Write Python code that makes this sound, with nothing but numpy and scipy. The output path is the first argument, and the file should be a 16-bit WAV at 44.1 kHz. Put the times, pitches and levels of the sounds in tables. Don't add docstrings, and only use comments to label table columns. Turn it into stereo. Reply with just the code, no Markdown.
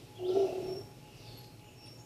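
import sys
import numpy as np
from scipy import signal
from scipy.fft import rfft, irfft, next_fast_len
from scipy.io import wavfile
from scipy.ndimage import map_coordinates

SR = 44100
rng = np.random.default_rng(int(sys.argv[2]) if len(sys.argv) > 2 else 0)


def store_pcm(level_fs):
    pcm = np.round(np.clip(level_fs, -1, 1) * 32767).astype(np.int16)
    wavfile.write(sys.argv[1], SR, np.atleast_2d(pcm).T)


N = 90404
T = np.arange(N) / SR

# time in seconds, pitch in Hz.
HOWL_PITCH = [(.16, 378), (.21, 364.3), (.33, 367), (.39, 397.3), (.43, 377), (.58, 373.3), (.635, 354),
              (.67, 375.4), (.735, 365.5), (.775, 406.8), (.84, 397.5)]
# time in seconds, level in dB.
HOWL_LEVEL = [(.14, -66), (.19, -49.5), (.212, -38.5), (.3, -28.5), (.415, -28), (.47, -33), (.5, -41),
              (.59, -35.5), (.66, -41.5), (.72, -35), (.8, -44.5), (.86, -62)]
# time in seconds, roughness from 0 to 1.
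HOWL_ROUGHNESS = [(.2, 0.2), (.31, 0.22), (.365, 0.45), (.45, 0.37), (.505, .75), (.58, 0.35), (.66, 0.45),
                  (.73, .2), (.82, 0.56)]
# centre in Hz, width in Hz, gain in dB.
THROAT_RESONANCES = [(588.4, 28.5, 1), (664.7, 96, 1.5), (737, 56, -6.5), (1000, 170, -31)]
# time in seconds, level in dB.
ROAR_LEVEL = [(.17, -70), (.2, -54), (.28, -46), (.365, -38.5), (.44, -41), (.51, -38), (.59, -47.5),
              (.7, -49), (.79, -57.5), (.85, -66)]
# time in seconds, centre in Hz, level in dB.
UPPER_THROAT = [(.22, 1290, -87), (.28, 1316, -60.5), (.34, 1350, -51.5), (.42, 1372, -59),
                (.52, 1370, -66), (.6, 1403, -71.5)]

# start in seconds, length in seconds, level in dB.
WHISTLE_NOTES = [(0.599, 0.272, -50), (1.746, .25, -51.5)]
# time in seconds, pitch in Hz, level in dB.
CHIRP_CONTOUR = [(.15, 3150, -56), (.175, 3420, -56.5), (.19, 2850, -55), (.23, 2720, -57.5),
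                 (.25, 3250, -50.5), (.266, 3680, -48.5), (.274, 4500, -67), (.286, 5050, -50),
                 (.296, 3600, -47.5), (.317, 2750, -56), (.33, 2650, -93)]
# start and length in seconds, pitch, sweep and warble in Hz, relative level in dB.
FAR_NOTES = [(0.297, 0.18, 5470, 0.5, 343, -58), (0.302, .13, 3800, -200, 354, -61.5),
             (.33, 0.115, 2897, -100, 168, -58.5), (0.465, 0.056, 2690, -61, 91.3, -54.5),
             (0.551, .17, 2650, -150, 221.6, -65), (1.03, .2, 2787, -0.5, 126.2, -64),
             (1.151, 0.17, 4880, -300, 497, -59), (1.23, 0.078, 2600, 3.5, 132, -65.5),
             (1.236, 0.094, 3580, 0, 131, -60.5), (1.25, .16, 4397, -200, 141, -55),
             (1.417, 0.17, 4274, -2, 109, -68), (1.423, 0.033, 4890, -5, 96, -60.5),
             (1.608, 0.137, 2753, 80, 192.2, -63.5), (1.647, .1, 6860, -300, 186, -70.5),
             (1.789, 0.083, 2745, 99.5, 162.3, -64), (1.796, 0.093, 5030, -300, 203, -66.5),
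             (1.981, 0.061, 6720, -200, 293, -63)]
# start and length in seconds, pitch in Hz, level in dB.
CHIP_NOTES = [(1.375, 0.021, 11550, -56), (1.858, 0.023, 9360, -62.5)]
# start in seconds, length in seconds, level in dB.
HOOT_NOTES = [(0.068, 0.15, -61.5), (.25, 0.062, -57.5), (0.448, 0.27, -60.5), (0.638, 0.11, -66),
              (0.803, 0.15, -61.5), (1.011, 0.099, -60.5), (1.233, .12, -59.5), (1.383, 0.13, -61.5),
              (1.6, .11, -61), (1.792, 0.091, -60.5), (1.97, .1, -64)]

# frequency in Hz, relative spectral density in dB.
AIR_SPECTRUM = [(20, -48), (38, -16), (54, -11.5), (68, -23), (95, -12), (125, -7), (165, -11),
                (205, -19.5), (250, -15), (380, -15), (520, -20), (750, -24.5), (1000, -29), (1400, -31),
                (1800, -35.5), (3000, -41)]
# time in seconds, level of the air in dB.
BREEZE_LEVEL = [(0, -53), (.14, -54.5), (.55, -49), (.8, -49), (.95, -54.5), (1.1, -54.5), (1.32, -52),
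                (1.6, -55.5), (1.78, -56), (1.93, -53), (2.05, -54.5)]
# time in seconds, relative level in dB.
DRONE_LEVEL = [(0, -65), (.2, -50), (.7, -65), (.84, -47.5), (.92, -72), (1.17, -59), (1.25, -51),
               (1.41, -51.5), (1.5, -59), (2.05, -57)]
# frequency in Hz, relative spectral density in dB.
HISS_SPECTRUM = [(900, -4), (1500, -14), (2000, -5), (2600, 1.5), (3400, -6), (5000, -6), (7000, -8.5),
                 (14500, -14.5)]
LEAF_SPECTRUM = [(900, -32), (1800, 0), (2600, 8), (5000, 4), (7500, -4.5), (14000, -15.5)]
# time in seconds, level of the leaves in dB.
RUSTLE_LEVEL = [(0, -61), (.24, -65.5), (.36, -55), (.54, -56.5), (.7, -59.5), (.84, -72.5), (.97, -67.5),
                (1.12, -64), (1.3, -61), (1.44, -60.5), (1.55, -85), (1.75, -98), (1.88, -61), (2.04, -98)]
# start in seconds, level in dB.
TWIG_TICKS = [(1.443, -56), (1.594, -56), (1.862, -59)]

# frequency in Hz, time to fall 60 dB in seconds.
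FOREST_T60 = [(200, 0.45), (800, 0.32), (3000, 0.42), (6000, 0.43), (12000, 0.42)]
# frequency in Hz, left-right correlation from 0 to 1.
STEREO_LIKENESS = [(60, 0.9), (150, 0.97), (370, 0.84), (920, 0), (2300, 0.03), (5720, 0.091), (14200, 0)]
# frequency in Hz, left over right in dB.
LEFT_OVER_RIGHT = [(60, 0.1), (300, 4.5), (700, 3.5), (2000, 2.5), (5000, 3.5), (9000, -1.5), (14000, -0.5)]


def howler_monkey(flutter_hz=37, flutter_depth=.55, jitter=.04, overtone_db=-35, rasp_db=1):
    rough = np.clip(curve(HOWL_ROUGHNESS), 0, .98)
    phase = phase_of(curve(HOWL_PITCH) * (1 + jitter * rough * wobble(110.07)))
    flutter = np.sin(phase_of(flutter_hz * (1 + .12 * wobble(25.35))))
    puffs = lambda: rng.standard_normal(N) * (1 + np.cos(phase)) * (1 + .5 * flutter)
    chest = lambda hz: resonance(hz, centre=385, width=138)
    throat = lambda hz: sum(amp(db) * resonance(hz, c, w) for c, w, db in THROAT_RESONANCES)
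    tone = np.sqrt(2) * (np.sin(phase) + amp(overtone_db) * np.sin(2 * phase))
    voiced = np.sqrt(1 - rough ** 2) * (1 + flutter_depth * rough * flutter) * tone
    rasp = amp(rasp_db) * rough * unit(filtered(puffs(), chest))
    hoot = amp(curve(HOWL_LEVEL)) * (voiced + rasp)
    roar = amp(curve(ROAR_LEVEL)) * unit(filtered(puffs(), throat))
    upper_tone = np.sin(phase_of(curve(UPPER_THROAT) + 45 * wobble(220)))
    upper = amp(curve(UPPER_THROAT, column=2)) * unit((1 + .54 * flutter) * upper_tone)
    call = (hoot + roar + upper) * gate(.18, .75, .018)
    return forest(call, wet_db=-10.5, left_lag_s=.00023)


def whistling_bird(pitch_hz=5438, rise_hz=55, waver_hz=24.47, tremble=.22):
    notes = np.zeros(N)
    for start, length, db in WHISTLE_NOTES:
        along_note = progress(start, length)
        pitch = pitch_hz + rise_hz * along_note + waver_hz * wobble(300)
        notes += amp(db) * np.sin(np.pi * along_note) * np.sin(phase_of(pitch))
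    notes *= np.sqrt(2) * (1 + tremble * wobble(60))
    return forest(notes, wet_db=-4.5, left_lag_s=.00005) * amp([[1], [-1]])


def chirping_bird():
    pitch = curve(CHIRP_CONTOUR) + 50 * wobble(300.7)
    note = amp(curve(CHIRP_CONTOUR, column=2)) * np.sin(phase_of(pitch))
    return forest(np.sqrt(2) * note * gate(.157, .21, .01), wet_db=4)


def far_birds():
    notes = np.zeros(N)
    for start, length, hz, sweep, warble, db in FAR_NOTES:
        pitch = hz + sweep * (progress(start, length) - .5) + warble * wobble(500)
        notes += amp(db) * gate(start, length, .088) * np.sin(phase_of(pitch))
    return forest(2 * notes, wet_db=-2, left_lag_s=.0001)


def chipping_bird(fall_hz=350):
    notes = np.zeros(N)
    for start, length, hz, db in CHIP_NOTES:
        pitch = hz - fall_hz * (progress(start, length) - .5) + 90 * wobble(630)
        notes += amp(db) * gate(start, length, .011) * np.sin(phase_of(pitch))
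    return forest(np.sqrt(2) * notes, wet_db=-3.5) * amp([[-3], [3]])


def hooting_bird(pitch_hz=839.6):
    level = sum(amp(db) * gate(start, length, .066) for start, length, db in HOOT_NOTES)
    tone = np.sin(phase_of(pitch_hz + 3 * wobble(20)))
    return forest(np.sqrt(2) * level * tone, wet_db=-.5)


def background(drone_hz=115.9, insect_hz=5490, twig_t60_s=.043):
    waver = 1 + .32 * wobble(26.48)
    drone_tone = np.sin(phase_of(drone_hz + 4 * wobble(25)))
    drone = amp(curve(DRONE_LEVEL) - 2.5) * unit(waver * drone_tone)
    insects = amp(-74) * forest(np.sin(phase_of(insect_hz + 130 * wobble(600))), wet_db=-6)
    air = amp(curve(BREEZE_LEVEL)) * diffuse_noise(AIR_SPECTRUM)
    hiss = amp(-62.5) * diffuse_noise(HISS_SPECTRUM)
    twigs = sum(amp(db - 60 * np.abs(T - start) / twig_t60_s) * (T >= start) for start, db in TWIG_TICKS)
    foliage = (amp(curve(RUSTLE_LEVEL)) + twigs) * diffuse_noise(LEAF_SPECTRUM)
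    return air + drone + insects + hiss + foliage


def forest(x, wet_db, left_lag_s=0):
    hz, t, noise = signal.stft(rng.standard_normal((2, SR)), SR, nperseg=256)
    decay = amp(-60 * t / at_hz(FOREST_T60, hz)[:, None])
    tail = signal.istft(noise * decay, SR, nperseg=256)[1]
    scatter = unit(spread(signal.fftconvolve(x[None], tail, axes=1)[:, :N]))
    direct = filtered(unit(x), lambda hz: np.exp(1j * np.pi * hz * left_lag_s * np.array([[-1], [1]])))
    return x.std() * unit(direct + amp(wet_db) * scatter)


def spread(pair):
    angle = lambda hz: np.arccos(np.clip(at_hz(STEREO_LIKENESS, hz), -1, 1)) / 2
    mid, side = filtered(pair, lambda hz: np.array([np.cos(angle(hz)), np.sin(angle(hz))]))
    return np.array([mid + side, mid - side])


def diffuse_noise(spectrum):
    return unit(spread(filtered(rng.standard_normal((2, N)), lambda hz: amp(at_hz(spectrum, hz)))))


def resonance(hz, centre, width):
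    return (1j * hz * width / (centre ** 2 - hz ** 2 + 1j * hz * width)) ** 2


def amp(db):
    return 10 ** (np.asarray(db) / 20)


def unit(x):
    return x / np.sqrt(np.mean(x ** 2) + 1e-20)


def at_hz(rows, hz):
    freqs, values = np.transpose(rows)
    return np.interp(np.log(hz + 1), np.log(freqs + 1), values)


def curve(rows, column=1):
    rows = np.asarray(rows)
    return np.interp(T, rows[:, 0], rows[:, column])


def wobble(rate):
    return map_coordinates(rng.standard_normal(int(N * rate / SR) + 4), [T * rate])


def phase_of(hz):
    return 2 * np.pi * np.cumsum(hz) / SR


def progress(start, length):
    return np.clip((T - start) / length, 0, 1)


def gate(start, length, edge):
    inside = np.minimum(T - start, start + length - T)
    return np.sin(np.pi / 2 * np.clip(inside / edge + .5, 0, 1)) ** 2


def filtered(x, response):
    size = next_fast_len(N + SR // 2)
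    return irfft(rfft(x, size) * response(np.fft.rfftfreq(size, 1 / SR)), size)[..., :N]


def scene():
    mix = howler_monkey() + whistling_bird() + chirping_bird() + far_birds()
    mix += chipping_bird() + hooting_bird() + background()
    return filtered(mix, lambda hz: amp(at_hz(LEFT_OVER_RIGHT, hz) * np.array([[.5], [-.5]])))


def record(dry):
    return filtered(dry, lambda hz: hz < 14600)


dry = scene()
out = record(dry)
store_pcm(out)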